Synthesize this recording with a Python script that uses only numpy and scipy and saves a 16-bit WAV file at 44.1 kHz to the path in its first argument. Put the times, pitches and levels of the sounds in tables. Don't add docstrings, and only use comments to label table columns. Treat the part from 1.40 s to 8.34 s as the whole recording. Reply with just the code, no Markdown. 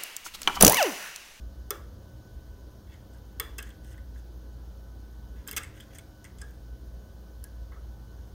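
import sys
import numpy as np
from scipy import signal
from scipy.fft import next_fast_len
from scipy.io import wavfile
from scipy.ndimage import uniform_filter1d

SR = 44100
rng = np.random.default_rng(int(sys.argv[2]) if len(sys.argv) > 2 else 0)


def unload_audio(sound):
    columns = np.transpose(np.atleast_2d(sound))
    steps = np.round(np.clip(columns, -1, 1) * 32767)
    wavfile.write(sys.argv[1], SR, steps.astype(np.int16))


def rack_gain(trim_db):
    fader = np.asarray(trim_db, float)
    return 10 ** (fader / 20)


N = 306035

# t/s, tone level/dB, flutter depth [0-1, clipped above]
HUM = [(0, -40, 0.82), (.35, -48.5, 0.43), (.75, -53.5, 0.54), (1.0, -44, 1.13), (1.4, -52.5, 0.2),
       (1.8, -49, 0), (2.2, -42, 0.8), (2.4, -46.5, 0.56), (2.6, -42, 0.27), (3.7, -45, 0),
       (3.96, -40, 0.48), (4.3, -56.5, 1.23), (4.8, -54, 0.3), (5.05, -44, 0.43), (5.5, -42, 0.4),
       (5.849, -48.5, 0.1), (6.15, -40, 0.42), (6.94, -45.5, 0)]
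# f/Hz, level/dB
WHINE = [(119.9, -59.5), (178, -70.5), (210, -67.5), (309, -68.5), (480, -78.5), (540, -71.5), (660, -75.5),
         (1000, -79), (1485, -103), (1500.2, -72.5), (1521, -100), (3000.4, -84)]
# f/Hz, level/dB per Hz
RUMBLE = [(15, -17), (25, -61), (41, -13.5), (65, -2.5), (91, -6), (119, -16.5), (275, -20), (312, -20.5),
          (446, -23.5), (533, -26), (1190, -35.5), (1530, -36.5), (1800, -42), (2340, -102), (3960, -120)]
# f/Hz, level/dB per Hz
HISS = [(1060, -29), (1800, -7), (2300, -11), (2850, -9.5), (3050, -5.5), (4500, -5), (6800, -6.5),
        (7200, -15.5), (10000, -12.5), (12800, -14.5), (13150, -4), (14100, -10.5), (15750, -10),
        (16000, -51)]

# t/s, tip peak level/dB, shank peak level/dB, favoured shank f/Hz
TICKS = [(0.3055, -17, -18.5, 8940), (0.3072, -21, -21.5, 6100), (1.54, -56, -56, 7000),
         (1.7265, -66, -59, 6500), (1.7365, -60, -54, 7040), (1.747, -58, -55, 5500),
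         (1.7735, -56, -58, 9000), (1.9978, -28, -29.5, 5000), (1.9993, -16, -20, 8440),
         (2.182, -31, -31.5, 5500), (2.1845, -33, -30.5, 6300), (2.1871, -32, -29, 8400),
         (2.2015, -46, -39, 9000), (2.2262, -36, -37, 9800), (2.228, -37, -38, 8000),
         (2.292, -49, -52, 7000), (2.3034, -58, -48, 8400), (2.4456, -52, -48, 8400),
         (2.578, -60, -53, 8400), (4.076, -28, -29.5, 7500), (4.083, -36, -31, 8400),
         (4.0885, -42, -40, 5000), (4.092, -32, -36, 5000), (4.0948, -42, -45, 8400),
         (4.1122, -24, -26.5, 9300), (4.1187, -40, -41, 7500), (4.1273, -38, -40, 8400),
         (4.13, -34, -33, 6500), (4.132, -40, -39, 6000), (4.151, -62, -50, 9300), (4.1642, -24, -28, 8400),
         (4.1676, -22, -25, 8400), (4.1722, -25, -23, 9300), (4.1772, -24, -26, 7500),
         (4.18, -26, -24.5, 7400), (4.2332, -42, -33.5, 8400), (4.2445, -54, -39, 8600),
         (4.362, -56, -54, 8600), (4.4005, -56, -48, 5300), (4.4055, -41, -40.5, 6900),
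         (4.5487, -47, -48, 6300), (4.585, -40, -34.5, 8400), (4.8428, -48, -37.5, 6200),
         (4.8506, -58, -41.5, 8005), (4.985, -58, -42, 7700), (4.99, -62, -46, 7700),
         (5.0152, -48, -34.5, 8400), (5.018, -52, -35, 5260), (5.108, -50, -58, 8400),
         (6.0404, -34, -31.5, 10200), (6.0412, -44, -42, 5740)]
# t/s, peak level/dB, favoured lock f/Hz
KNOCKS = [(0.3055, -36, 1600), (0.3072, -39, 3430), (1.54, -58, 2030), (1.7365, -67, 1562),
          (1.747, -63, 1600), (1.7735, -64, 1600), (1.9975, -37.5, 1880), (1.9993, -35.5, 3410),
          (2.182, -42.5, 1710), (2.1845, -40.5, 1830), (2.1871, -40, 2530), (2.205, -45, 1670),
          (2.2262, -47.5, 3100), (2.292, -54, 1560), (2.3034, -54, 3100), (2.4456, -60.5, 1709),
          (2.5442, -60, 1700), (2.578, -54, 1790), (2.757, -57, 1830), (4.068, -50, 1600),
          (4.076, -54, 1600), (4.0834, -40, 3180), (4.0935, -47.5, 1600), (4.1125, -42.5, 2760),
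          (4.1165, -46, 3200), (4.1305, -43, 2170), (4.134, -47, 3200), (4.15, -53, 2030),
          (4.1642, -35, 3260), (4.1676, -37, 1670), (4.1722, -36.5, 2185), (4.1759, -37.5, 1820),
          (4.1802, -37, 3140), (4.234, -44.5, 2080), (4.245, -54, 1700), (4.4001, -48, 3175),
          (4.4044, -49.5, 3250), (4.5487, -55, 1790), (4.585, -46.5, 2170), (4.8428, -50, 1930),
          (4.849, -49.5, 2300), (4.985, -59, 3100), (5.0135, -50, 1630), (5.1073, -65, 1670),
          (6.0404, -55.5, 1670), (6.318, -56.5, 1950), (6.326, -57, 1690), (6.342, -59, 2000)]
# t/s, vise peak level/dB, favoured f/Hz
JOLTS = [(0.306, -33.5, 1196), (0.311, -42, 420), (1.9975, -40.5, 1180), (2.001, -40, 440),
         (2.187, -49, 1160), (4.079, -49, 450), (4.128, -48.5, 450), (4.166, -45, 1300), (4.172, -46, 1330),
         (5.02, -55, 800), (6.318, -52.5, 1100), (6.33, -60, 800), (6.362, -54, 1170)]
# t/s, level/dB
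HARD_HITS = [
    (0.307, -56),
    (1.9985, -47),
    (4.167, -62),
]
# t/s, level/dB
TWANGS = [
    (2.206, -51),
    (5.0135, -46.5),
    (6.043, -61),
    (0.32, -54),
]
# start t/s, hardest t/s [held inside the stroke], end t/s [at least 0.011 after
# start], lock level/dB, shank level/dB against the lock
STROKES = [(1.46, 1.533, 1.64, -57.5, -20), (1.72, 1.74, 1.9, -70, -6), (2.187, 2.1, 2.21, -38, -11),
           (2.228, 2.08, 2.4, -57, -7.5), (2.264, 2.2, 2.34, -51.5, -12), (2.428, 2.6, 2.54, -60, -4),
           (2.51, 2.58, 2.55, -60, -18), (2.746, 2.84, 2.8, -62, -7), (3.947, 3.9, 4.2, -58.5, -18),
           (4.067, 4.069, 3.6, -47, -16), (4.079, 4.09, 4.2, -54, -3), (4.11, 3.3, 4.1, -46, -9),
           (4.1636, 4.168, 4.157, -27.5, -7.5), (4.171, 4.179, 4.191, -28.5, -7),
           (4.195, 4.242, 4.295, -56, -9), (4.331, 4.372, 4.47, -54.5, -13), (4.403, 4, 4.53, -54, -11),
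           (4.525, 4.537, 4.6, -58, -5), (4.543, 4.553, 4.64, -56, -2.5), (4.552, 4.568, 4.54, -51, -11),
           (4.5, 4.56, 4.54, -56.5, -25), (4.587, 4.7, 4.2, -50.5, -8), (4.841, 4.847, 4.93, -51, -12),
           (4.984, 4.9, 5.26, -60, -6)]

# f/Hz, level/dB, time to fall 60 dB t/s
TIP = [(12000, -9, 0.0021), (13720, -0.5, 0.0052), (15100, -6.5, 0.0025), (16100, -16, .0015)]
# f/Hz, level/dB, time to fall 60 dB t/s
SHANK = [(4570, -20, 0.0044), (5000, -3.5, 0.0086), (6300, -1.5, .004), (7500, -1, 0.0056),
         (8400, 0, 0.0045), (9300, 0.5, 0.0046), (10200, 1, 0.0028), (11200, -11, 0.0012)]
# f/Hz, level/dB, time to fall 60 dB t/s
LOCK = [(1600, 7.5, 0.026), (1670, -3, 0.12), (1806, -6, 0.081), (1980, 1.5, 0.058), (2074, 2, 0.028),
        (2185, 0, 0.055), (2530, -3.5, 0.038), (2753, -3, 0.05), (3091, 1, 0.037), (3260, 0, 0.042),
        (3410, 1, 0.04), (4090, -13, 0.12)]
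# f/Hz, level/dB, time to fall 60 dB t/s
VISE = [(420.5, 1, 0.095), (473, -8.5, 0.16), (849, -12, 0.14), (1097, 0.5, 0.043), (1170, -0.5, 0.049),
        (1279, 1.5, 0.093), (1333, -3, 0.051)]
# f/Hz, level/dB, time to fall 60 dB t/s
CLAMP = [(1850, 11, 0.08), (1850, -6, 0.16), (1940, 1, .16), (2760, 5, 0.046), (2820, -18, 0.22),
         (3360, 4, 0.065), (3450, -5.5, 0.49), (3480, 7, .12), (4150, 4, .045), (3980, -11, .2)]
# f/Hz, level/dB, time to fall 60 dB t/s
WRENCH = [(1650, -1.5, 0.25), (1593, -3, 0.2), (1660, -14, 0.14)]

# f/Hz, time to fall 60 dB t/s
ECHO_TIMES = [(400, 0.5), (1300, 0.4), (3000, 0.41), (6000, 0.39), (12000, 0.34)]
# f/Hz, level/dB
SOFT_WALLS = [(400, 8), (1500, 9), (4000, -0.5), (9000, -2), (14000, -4)]

HUM_HZ, HUM_DRIFT_HZ = 57.58, 0.66
RUMBLE_DB, HISS_DB = -49.5, -67
SNAP_DB, TOUCH_RING_SHARE = -21, 0.45
VISE_UNDER_LOCK_DB = -18
FIRM_DB = -50
FIRM_SCRAPE_HZ, LIGHT_SCRAPE_HZ, SHANK_SCRAPE_HZ = 2670, 1900, 6500
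PRESS_DB, LIFT_DB = -8.5, -26
LOW_BLUR_RAD, HIGH_BLUR_RAD = 0.07, 0.4
BENCH_DB, BENCH_T60_S, BENCH_LOW_HZ, BENCH_HIGH_HZ = -6, 0.02, 2570, 11900
ROOM_DB, ECHO_EDGE_HZ = -10, 16000


def evened(x):
    return x / np.sqrt(np.mean(x ** 2) + 1e-20)


def read(points, hz):
    f, value = np.transpose(points)
    return np.interp(np.log(hz + 1), np.log(f + 1), value)


def add(mix, s, sound):
    part = mix[round(s * SR):][:len(sound)]
    part += sound[:len(part)]


def filtered(x, order, edge_hz, kind):
    return signal.sosfilt(signal.butter(order, edge_hz, kind, fs=SR, output="sos"), x)


def wander(low_hz, high_hz):
    t = np.arange(0, N + 256, 256) / SR
    speeds = np.geomspace(low_hz, high_hz, num=14)
    slow = sum(np.sin(2 * np.pi * (f * t + rng.random())) for f in speeds)
    return evened(np.interp(np.arange(N) / SR, t, slow))


def air(shape, size, patchy_db):
    frames, hz = N * 4 // size + 5, np.fft.rfftfreq(size, 1 / SR)
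    a, b, patches = rng.standard_normal((frames, size // 2 + 1, 3)).T
    patches = uniform_filter1d(patches, size=12, axis=0)
    patches = evened(uniform_filter1d(patches, size=10, axis=1))
    spectra = (a + 1j * b) * rack_gain(read(shape, hz)[:, None] + patchy_db * patches)
    return evened(signal.istft(spectra, nperseg=size, noverlap=size * 3 // 4)[1][:N])


def machine():
    s, db, flutter = np.transpose(HUM)
    t = np.arange(N) / SR
    depth = np.clip(np.interp(t, s, flutter), 0, 1)
    swing = np.sqrt(1 - depth ** 2) + depth * wander(3.5, 19)
    turns = np.cumsum(HUM_HZ + HUM_DRIFT_HZ * wander(0.296, 7.3)) / SR
    sound = np.sqrt(2) * rack_gain(np.interp(t, s, db)) * swing * np.sin(2 * np.pi * turns)
    for f, whine_db in WHINE:
        level = np.sqrt(2) * rack_gain(whine_db + 2.74 * wander(0.522, 12))
        sound += level * np.sin(2 * np.pi * (f * t + rng.random()))
    rumble = rack_gain(RUMBLE_DB) * air(RUMBLE, size=4096, patchy_db=1.5)
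    hiss = rack_gain(HISS_DB) * air(HISS, size=512, patchy_db=1.0)
    return sound + rumble + hiss


def ring(modes, spread_db, detune, near_hz=None, focus_db=0):
    hz, db, t60 = np.transpose(modes)[:, :, None]
    pitch_chance, level_chance = rng.standard_normal((2, len(modes), 1))
    t = np.arange(8000) / SR
    if near_hz:
        db = db - np.minimum(40 * abs(np.log2(hz / near_hz)), focus_db)
    signs = (-1) ** np.arange(len(modes))[:, None]
    waves = signs * np.sin(2 * np.pi * hz * (1 + detune * pitch_chance) * t)
    fading = rack_gain(db + spread_db * level_chance - 60 * t / np.maximum(t60, 0.002))
    return (fading * waves).sum(0)


def blow(modes, peak_db, chatter_s, first, near_hz=None, focus_db=0):
    t = np.arange(900) / SR
    blows = rng.standard_normal(900) * (1 - np.exp(-t / 0.00031)) * np.exp(-t / chatter_s)
    blows[8] += first * np.linalg.norm(blows)
    part = signal.fftconvolve(blows, ring(modes, 0.36, 0.012, near_hz, focus_db))
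    return rack_gain(peak_db) * part / abs(part).max()


def tick(tip_db, shank_db, shank_hz):
    chatter_s = 0.0004 * rack_gain(0.2 * (max(tip_db, shank_db) + 30))
    held = 1 if tip_db > SNAP_DB else TOUCH_RING_SHARE
    tip_modes = [(hz, db + (1 - held) * hz / 2000 - 4, t60 * held) for hz, db, t60 in TIP]
    tip = blow(tip_modes, tip_db, chatter_s, 1.3)
    shank = blow(SHANK, shank_db, chatter_s + 0.0001, 0.85, shank_hz, focus_db=9.5)
    return tip[:4000] + shank[:4000]


def knock(lock_db, lock_hz):
    focus_db = np.clip(-0.45 * (lock_db + 22), 9, 14)
    lock = blow(LOCK, lock_db + 4.5, 0.0024, 1.46, lock_hz, focus_db)
    return lock + jolt(lock_db + VISE_UNDER_LOCK_DB)


def jolt(vise_db, vise_hz=None):
    return blow(VISE, vise_db + 5.5, 0.0051, 2.6, vise_hz, focus_db=7.5)


def scattered(x):
    low = filtered(x, 4, BENCH_LOW_HZ * 1.79, "low")
    high = filtered(x, 4, BENCH_LOW_HZ * 1.36, "high")
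    steps = np.cumsum(rng.standard_normal(N))
    blurred = np.zeros(N)
    for part, rad in ((low, LOW_BLUR_RAD), (high, HIGH_BLUR_RAD)):
        turning = signal.hilbert(part, next_fast_len(N))[:N]
        blurred += (turning * np.exp(1j * rad * steps)).real
    return blurred


def take_turns(x, echoes, turn_s):
    turn = np.pi * np.arange(N) / SR / turn_s
    return sum(signal.oaconvolve(x * np.sqrt(2 / 3) * np.sin(turn + k * np.pi / 3), echo)[:N]
               for k, echo in enumerate(echoes))


def bench(x):
    t = np.arange(2000) / SR
    sprays = rng.standard_normal((3, len(t))) * rack_gain(-60 * t / BENCH_T60_S) * (t > 0.0012)
    bright = filtered(x, 2, (BENCH_LOW_HZ, BENCH_HIGH_HZ), "band")
    return take_turns(bright, [spray / np.linalg.norm(spray) for spray in sprays], turn_s=0.011)


def clamped_cylinder(clamp_db):
    return rack_gain(clamp_db) * ring(CLAMP, 1.0, 0.0022)


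def workshop(x):
    taps = np.zeros((3, SR // 2))
    at = np.arange(160, SR // 2 - 20, 20)
    places = at + rng.integers(0, 20, (3, len(at)))
    np.put_along_axis(taps, places, rng.choice([-1., 1.], (3, len(at))), axis=1)
    hz, t, spectra = signal.stft(taps, SR, nperseg=256)
    fading_db = read(SOFT_WALLS, hz)[:, None] - 60 * t / read(ECHO_TIMES, hz)[:, None]
    tails = signal.istft(spectra * rack_gain(fading_db), SR, nperseg=256)[1]
    return take_turns(x, tails / 12, turn_s=0.007)


def wrench(wrench_db):
    return rack_gain(wrench_db) * ring(WRENCH, 1.3, 0.0026)


def scrape(slips, modes, near_hz, focus_db):
    damped = rack_gain(-1200 * np.arange(8000) / SR)
    ringing = ring(modes, 1.0, 0.03, near_hz, focus_db) * damped
    return evened(signal.fftconvolve(slips, ringing)[:len(slips)])


def stroke(start, hardest, end, lock_db, shank_db):
    t = np.arange(start, max(end, start + 0.011), 1 / SR)
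    slips = (rng.random(len(t)) < 2500 / SR) * rng.standard_normal(len(t))
    slips = slips * signal.windows.tukey(len(t), 0.15)
    lock_hz = FIRM_SCRAPE_HZ if lock_db > FIRM_DB else LIGHT_SCRAPE_HZ
    lock = scrape(slips, LOCK, lock_hz, focus_db=6.5)
    shank = scrape(slips, SHANK + TIP, SHANK_SCRAPE_HZ, focus_db=9)
    shank = evened(filtered(shank, 2, [4600, 15500], "band"))
    moments = [t[0], np.clip(hardest, t[1], t[-2]), t[-1]]
    press_db = np.interp(t, moments, [PRESS_DB, 0, LIFT_DB])
    return rack_gain(lock_db + press_db - 5.0) * (lock + rack_gain(shank_db + 6.5) * shank)


def scene():
    hum, work = machine(), np.zeros(N)
    sources = ((TICKS, tick), (KNOCKS, knock), (JOLTS, jolt), (HARD_HITS, clamped_cylinder), (TWANGS, wrench))
    for table, sound in sources:
        for s, *row in table:
            add(work, s, sound(*row))
    for row in STROKES:
        add(work, row[0], stroke(*row))
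    far = filtered(scattered(work), 10, ECHO_EDGE_HZ, "low")
    spray = rack_gain(BENCH_DB) * bench(far)
    room = rack_gain(ROOM_DB) * workshop(far + spray)
    return (work + spray + room + hum)[None]


def band_limit(x):
    return signal.sosfilt(signal.butter(12, 16990, fs=SR, output="sos"), x)


def record(dry):
    limited = signal.oaconvolve(dry, signal.firwin(255, 16650, fs=SR)[None], "same")
    return band_limit(limited)


dry = scene()
out = record(dry)
unload_audio(out)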